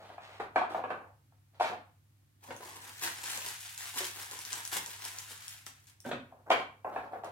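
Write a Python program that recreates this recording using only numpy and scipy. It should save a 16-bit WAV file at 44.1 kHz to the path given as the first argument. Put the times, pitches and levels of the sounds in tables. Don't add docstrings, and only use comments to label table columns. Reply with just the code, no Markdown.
import sys
import numpy as np
from scipy import signal
from scipy.fft import rfft, irfft, next_fast_len
from scipy.io import wavfile
from scipy.ndimage import map_coordinates

SR = 44100
rng = np.random.default_rng(int(sys.argv[2]) if len(sys.argv) > 2 else 0)


def unload_wav(signal):
    wavfile.write(
        sys.argv[1],
        SR,
        np.round(np.clip(np.atleast_2d(signal).T, -1, 1) * 32767).astype(np.int16),
    )


N = 322674

# (frequency [Hz], level [dB])
CRUST_SPECTRUM = [(100, -50.5), (300, -21.5), (1200, 7.5), (1950, 3), (2370, 4.5), (2800, 2), (4100, -4.5),
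                  (5000, -16.5), (8000, -19), (12000, -31.5), (16000, -34)]
# (frequency [Hz], level [dB])
CREASE_SPECTRUM = [(100, -43), (400, -34), (1200, -52), (2500, -6), (6500, 7.5), (10000, 7.5),
                   (16000, -10.5)]


def amp(db):
    return 10 ** (np.asarray(db) / 20)


def along(points, hz):
    knots_hz, values = np.transpose(points)
    return np.interp(np.log(hz + 1), np.log(knots_hz), values)


def wobble(rate_hz):
    knots = rng.standard_normal(int(N * rate_hz / SR) + 4)
    return map_coordinates(knots, [np.arange(N) * rate_hz / SR])


def filtered(x, response):
    n = x.shape[-1]
    size = next_fast_len(n + SR // 10)
    return irfft(rfft(x, size) * response(np.fft.rfftfreq(size, 1 / SR)), size)[..., :n]


def coloured(x, spectrum):
    shaped = filtered(x, lambda hz: amp(along(spectrum, hz)))
    return shaped / np.sqrt(np.mean(shaped ** 2) + 1e-20)


def low_cut(x, corner_hz):
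    return signal.sosfilt(signal.butter(2, corner_hz, "highpass", fs=SR, output="sos"), x)


def add(track, time_s, sound):
    part = track[:, max(0, round(time_s * SR)):][:, :sound.shape[1]]
    part += sound[:, :part.shape[1]]


def onset(rise_s):
    return 1 - np.exp(-(np.arange(SR // 2) / SR / rise_s) ** 2)


def fade(t60_s):
    return amp(-60 * np.arange(SR // 2) / SR / t60_s)


def stroke(start_s, length_s, rise_share, release_s, sag_db=4.5):
    t = np.maximum(np.arange(N) / SR - start_s, 0)
    press = np.minimum(t / (rise_share * length_s), 1)
    ease = amp(-sag_db * np.minimum(t / length_s, 1))
    release = np.exp(-np.clip(t - length_s, 0, 1) / release_s)
    return press * ease * release


def ring(modes, scatter_db, detune):
    t = np.arange(SR // 2) / SR
    x = np.zeros(len(t))
    for k, (hz, db, t60_s) in enumerate(modes):
        gain = (-1) ** k * amp(db + scatter_db * rng.normal())
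        tuned_hz = hz * (1 + detune * rng.normal())
        x += gain * fade(t60_s) * np.sin(2 * np.pi * tuned_hz * t)
    return x / np.abs(x).max()


def burst(spectrum, t60_s):
    decay = fade(t60_s)
    crack = coloured(rng.standard_normal(SR // 2), spectrum) * decay
    return crack * np.linalg.norm(decay) / np.linalg.norm(crack)


def grains(spectrum, rate_hz, spread_db):
    strikes = rng.random(N) < rate_hz / SR
    signs = np.sign(rng.standard_normal(N))
    sizes = amp(spread_db * np.clip(rng.standard_normal(N), -2, 2))
    return coloured(strikes * signs * sizes, spectrum)


def placed(x, lead_ms, wet_db, pan_db, build_s):
    # (frequency [Hz], t60 [s])
    kitchen_decay = [(150, 0.63), (400, 0.23), (1000, 0.39), (3000, 0.36), (7000, 0.26), (15000, 0.19)]
    hz, t, noise = signal.stft(rng.standard_normal((2, SR // 2)), SR, nperseg=256)
    coherence = .95 * np.sinc(hz / 1250)
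    weights = np.sqrt([1 + coherence, 1 - coherence])[:, :, None]
    decay = amp(-60 * t / along(kitchen_decay, hz)[:, None])
    mid, side = signal.istft(noise * weights * decay, SR, nperseg=256)[1]
    build = np.minimum(np.arange(len(mid)) / SR / build_s, 1)
    tail = np.array([mid + side, mid - side]) * build
    echoes = signal.fftconvolve(x[None], tail / np.linalg.norm(tail[0]), axes=1)[:, :len(x)]
    direct = filtered(x, lambda hz: np.exp(1j * np.pi * np.outer([1, -1], hz) * lead_ms / 1000))
    return direct * amp([[pan_db / 2], [-pan_db / 2]]) + amp(wet_db) * echoes


def roaming(x, lead_ms, wet_db, pan_db, build_s):
    out, step = np.zeros((2, N)), SR // 20
    for start in range(0, N, step):
        piece = x[start:start + step]
        if np.abs(piece).max() > 1e-5:
            padded = np.pad(piece, (0, SR // 3))
            shifted_ms = lead_ms + 0.05 * rng.normal()
            add(out, start / SR, placed(padded, shifted_ms, wet_db, pan_db, build_s))
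    return out


def biscuit_slides():
    # (time [s], length [s], rasp [dB], scratch [dB])
    pushes = [(-.04, 0.19, -53, -59.5), (0.194, .19, -56.5, -56), (0.394, 0.051, -42, -56),
              (.54, 0.11, -45.5, -63.5), (0.69, 0.1, -38.5, -53.5), (0.837, 0.14, -46.5, -68),
              (0.998, 0.089, -53.5, -89.5), (1.529, 0.12, -66.5, -70), (1.595, 0.088, -42.5, -40),
              (1.694, 0.05, -39.5, -55), (6.296, 0.11, -60, -90), (6.457, 0.075, -45.5, -84),
              (6.494, 0.117, -38, -46.5), (6.841, 0.068, -40.5, -85), (6.909, 0.16, -44.5, -63.5),
              (7.109, 0.079, -43, -69), (7.236, 0.045, -40.5, -57.5)]
    # (frequency [Hz], level [dB])
    rasp_spectrum = [(30, -50.5), (150, -19), (300, -9.5), (500, -3.5), (740, 3), (1000, -6.5), (1600, -15),
                     (2500, -30.5), (4000, -48), (9000, -42)]
    # (frequency [Hz], level [dB])
    scratch_spectrum = [(200, -41), (800, 6.5), (1500, 3), (2500, 0), (4200, -4), (5500, -12),
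                        (8000, -16.5), (11000, -22.5), (16000, -30)]
    rasp, scratch = np.zeros((2, N))
    for time_s, length_s, rasp_db, scratch_db in pushes:
        push = stroke(time_s, length_s, rise_share=0.18, release_s=0.013)
        rasp += amp(rasp_db - 2) * push
        scratch += amp(scratch_db + 1) * push
    rasp *= grains(rasp_spectrum, rate_hz=1000, spread_db=4.5)
    scratch *= grains(scratch_spectrum, rate_hz=3000, spread_db=7)
    friction = (rasp + scratch) * amp(0.31 * wobble(55))
    return roaming(friction, lead_ms=-0.1, wet_db=-2, pan_db=0.5, build_s=0.0062)


def fridge():
    # (frequency [Hz], level [dB])
    partials = [(70, -83), (100, -66.5), (140, -76.5), (285, -91.5)]
    t = np.arange(N) / SR
    hum = np.zeros(N)
    for hz, db in partials:
        gain = np.sqrt(2) * amp(db + 0.34 * wobble(1.5))
        hum += gain * np.sin(2 * np.pi * hz * t + 0.05 * wobble(1.9))
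    return hum * amp([[-.5], [.5]])


def room_air():
    # (frequency [Hz], level [dB])
    air_spectrum = [(12, -60), (20, -33), (43, -24), (70, -15), (101, -4.5), (123, -9.5), (187, -21.5),
                    (285, -21.5), (422, -33.5), (1370, -35), (1910, -36), (5530, -40.5), (13500, -40),
                    (16000, -44)]
    width = [(100, -13), (400, -0.5), (1200, 0.5)]  # (frequency [Hz], side gain [dB])
    mid, side = coloured(rng.standard_normal((2, N)), air_spectrum)
    side = filtered(side, lambda hz: amp(along(width, hz)))
    return amp(-70.5) * np.array([mid + side, mid - side])


def box_knocks():
    # (time [s], level [dB], relative wall rattle [dB], crispness [dB])
    landings = [(.099, -39.5, -8, -29), (.18, -34, -11, -19.5), (0.399, -28.5, -3, -10.5),
                (0.5588, -12, -9, -15), (.579, -18, -21, -15), (0.6151, -17.5, -12.5, -18),
                (.745, -20.5, -10, -31.5), (0.777, -28.5, -33, -29), (.801, -27.5, -17, -26.5),
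                (0.838, -28.5, -2.5, -17.5), (.904, -27.5, -0.5, -9.5), (1.322, -58.5, -8, -25),
                (1.5985, -22, -25, -16.5), (1.607, -13.5, -16, -24.5), (1.644, -19, -17.5, -12),
                (1.714, -35, -2, -21.5), (6.322, -39, -22, -54.5), (6.503, -11.5, -10, -8),
                (6.515, -14.5, -8, -2.5), (6.845, -24, -12.5, -42), (6.961, -22, -10, -19),
                (7.133, -29, -10.5, -28), (7.236, -30.5, -13, -16)]
    # (frequency [Hz], level [dB], t60 [s])
    floor_modes = [(514, -23, 0.12), (630, -10, 0.056), (740.5, -1.5, 0.047), (928.5, -8, 0.035),
                   (1055, -16.5, 0.057)]
    # (frequency [Hz], level [dB])
    wall_spectrum = [(100, -30), (185, -37.5), (250, -3.5), (320, -13.5), (400, -1), (520, 3), (700, -9.5),
                     (1000, 2), (1300, -1), (1650, -0.5), (1950, -18), (2400, -11.5), (4000, -42.5),
                     (9000, -75.5)]
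    # (frequency [Hz], level [dB], t60 [s])
    rim_modes = [(1300, -1, .035), (1640, -3, .04), (1880, -6, .04), (2320, 0, .05), (2460, -5, .04)]
    rock_s, far_end_db = 0.009, -9
    out = np.zeros((2, N))
    for first_s, level_db, wall_db, crisp_db in landings:
        second_s = first_s + rock_s * np.exp(0.18 * rng.normal())
        force = onset(rise_s=0.00038 * amp(-.3 * crisp_db))
        for time_s, db in [(first_s, level_db), (second_s, level_db + far_end_db)]:
            floor = ring(floor_modes, scatter_db=3.5, detune=0.0056) * force
            walls = amp(wall_db) * burst(wall_spectrum, t60_s=0.037) * force
            crust = burst(CRUST_SPECTRUM, t60_s=0.023)
            rim = ring(rim_modes, scatter_db=2, detune=.01)
            knock = amp(db - 2) * low_cut(floor, corner_hz=240)
            rattle = amp(db - 2) * low_cut(walls + amp(crisp_db - 4) * (crust + rim), corner_hz=190)
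            add(out, time_s, placed(knock, lead_ms=-0.13, wet_db=-6, pan_db=2, build_s=0.0037))
            add(out, time_s, placed(rattle, lead_ms=-0.11, wet_db=3.5, pan_db=-2.5, build_s=0.0017))
    return out


def hand_in_bag():
    # (time [s], crinkle [dB], relative shuffle [dB])
    stirring = [(2.40, -85.5, -7), (2.439, -61.5, 1), (2.59, -65.5, 1), (2.66, -58.5, 2),
                (2.98, -56.5, -11.5), (3.3, -48, -12.5), (3.72, -56.5, -25), (4.05, -52.5, -16),
                (5.2, -54.5, -12), (5.53, -56, -22), (5.66, -69, -17.5), (5.8, -68.5, -15), (6.0, -87, -3)]
    # (time [s], length [s], crinkle [dB], relative shuffle [dB])
    grips = [(2.47, 0.066, -64, 14.5), (2.603, .1, -51.5, -2.5), (2.83, 0.049, -55, -5),
             (3.008, 0.076, -38, -10), (3.209, 0.13, -43, -11), (3.354, 0.042, -47, -6),
             (3.414, .12, -49.5, -8), (3.595, 0.074, -51, -22), (3.768, .12, -45, -14.5),
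             (3.923, 0.13, -40, -7.5), (4.141, 0.089, -48, -6), (4.3, 0.047, -58.5, 7),
             (4.499, 0.084, -46, -8), (4.711, 0.059, -37, -5), (4.861, 0.038, -49.5, -3),
             (4.996, 0.089, -46, -11.5), (5.285, 0.051, -49.5, -8.5), (5.66, 0.021, -52.5, -25),
             (5.868, 0.031, -60, -19), (6.036, 0.051, -59, -4)]
    t = np.arange(N) / SR
    stir_s, stir_db, stir_shuffle_db = np.transpose(stirring)
    film = amp(np.interp(t, stir_s, stir_db, left=-140, right=-140))
    shuffle = film * amp(np.interp(t, stir_s, stir_shuffle_db))
    for time_s, length_s, db, shuffle_db in grips:
        grip = amp(db) * stroke(time_s, length_s, rise_share=0.4, release_s=0.015)
        film = np.hypot(film, grip)
        shuffle = np.hypot(shuffle, amp(shuffle_db) * grip)
    rub = film * (shuffle / film) ** 0.23
    return film, rub, shuffle


def bag_rustle():
    # (frequency [Hz], level [dB])
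    film_spectrum = [(100, -50), (500, -70), (1500, -1), (3000, 2.5), (4800, -0.5), (7800, 1),
                     (11000, -1.5), (14000, -4.5), (16000, -6.5)]
    # (frequency [Hz], level [dB])
    rub_spectrum = [(300, -56), (700, -2.5), (950, -0.5), (1250, 0), (1800, 5.5), (3000, -12),
                    (5000, -10.5), (12000, -30.5)]
    # (frequency [Hz], level [dB])
    shuffle_spectrum = [(60, -18), (140, -9.5), (250, -4), (400, 2), (650, -3), (1000, 10), (2000, -41.5)]
    film, rub, shuffle = hand_in_bag()
    clumps = wobble(40)
    buckling = amp(1 + 1.4 * clumps + 2.7 * wobble(170))
    crinkle = film * buckling * grains(film_spectrum, rate_hz=4000, spread_db=8)
    crackle = film * amp(-8.5) * grains(CREASE_SPECTRUM, rate_hz=110, spread_db=3)
    small_snaps = film * amp(-12) * grains(CREASE_SPECTRUM, rate_hz=9.75, spread_db=1.5)
    rubbing = rub * amp(-2 + clumps) * grains(rub_spectrum, rate_hz=1500, spread_db=10.5)
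    shuffling = shuffle * amp(-1 + 1.8 * clumps) * grains(shuffle_spectrum, rate_hz=450, spread_db=7)
    out = roaming(crinkle, lead_ms=0.034, wet_db=0, pan_db=2.5, build_s=0.0012)
    out += placed(crackle + small_snaps, lead_ms=0.052, wet_db=-1.5, pan_db=5.5, build_s=0.0062)
    return out + roaming(rubbing + shuffling, lead_ms=0.17, wet_db=-1.5, pan_db=0.5, build_s=0.0015)


def bowl_bumps():
    # (time [s], level [dB], crispness [dB], thud [dB])
    bumps = [(2.483, -33.5, -19.5, -3), (2.505, -30, -2.5, -12.5), (2.603, -30.5, -12, -31),
             (3.375, -43.5, 3, -11), (4.004, -27.5, -6, -31), (5.665, -51.5, 10, -3.5),
             (6.048, -22, -16.5, -16), (6.061, -22.5, -14, -3), (6.088, -24.5, -12.5, -12),
             (6.112, -22, -4.5, -15), (6.129, -27.5, -4, -2)]
    # (frequency [Hz], level [dB], t60 [s])
    table_modes = [(130, -7, .09), (252, 0, .09)]
    # (frequency [Hz], level [dB], t60 [s])
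    bowl_modes = [(359, -13.5, 0.11), (482, 1, 0.02), (580, -6.5, 0.055), (730, -2.5, 0.026),
                  (950, -1.5, 0.024), (1526, -3, 0.025)]
    out = np.zeros((2, N))
    for time_s, db, crisp_db, thud_db in bumps:
        thud = amp(thud_db - 5.5) * ring(table_modes, scatter_db=2, detune=.02)
        shell = ring(bowl_modes, scatter_db=4, detune=0.031)
        crust = amp(crisp_db - 3) * burst(CRUST_SPECTRUM, t60_s=0.051)
        force = onset(rise_s=0.0018 * amp(-.6 * crisp_db))
        bump = amp(db - 2.5) * low_cut((shell + thud + crust) * force, corner_hz=69.4)
        add(out, time_s, placed(bump, lead_ms=-0.064, wet_db=0, pan_db=0.5, build_s=0.0033))
    return out


def plastic_ticks():
    # (time [s], level [dB])
    ticks = [(2.5651, -39), (3.3754, -28), (3.4625, -31), (3.4875, -29), (3.7778, -31), (4.3126, -31),
             (4.3904, -31), (4.4513, -31), (4.5301, -23), (4.6518, -27), (4.6763, -29), (4.8618, -29),
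             (5.0514, -28), (5.1866, -29), (5.4809, -30), (5.665, -33), (5.8701, -48), (6.0033, -41),
             (7.2459, -43)]
    out = np.zeros((2, N))
    for time_s, db in ticks:
        tick = amp(db + 1.5) * burst(CREASE_SPECTRUM, t60_s=.006)
        add(out, time_s, placed(tick, lead_ms=.05, wet_db=-2.5, pan_db=2.5, build_s=.007))
    return out


def scene():
    return (biscuit_slides() + fridge() + room_air() + box_knocks()
            + bag_rustle() + bowl_bumps() + plastic_ticks())


def record(dry):
    return filtered(dry, lambda hz: hz < 16000)


dry = scene()
out = record(dry)
unload_wav(out)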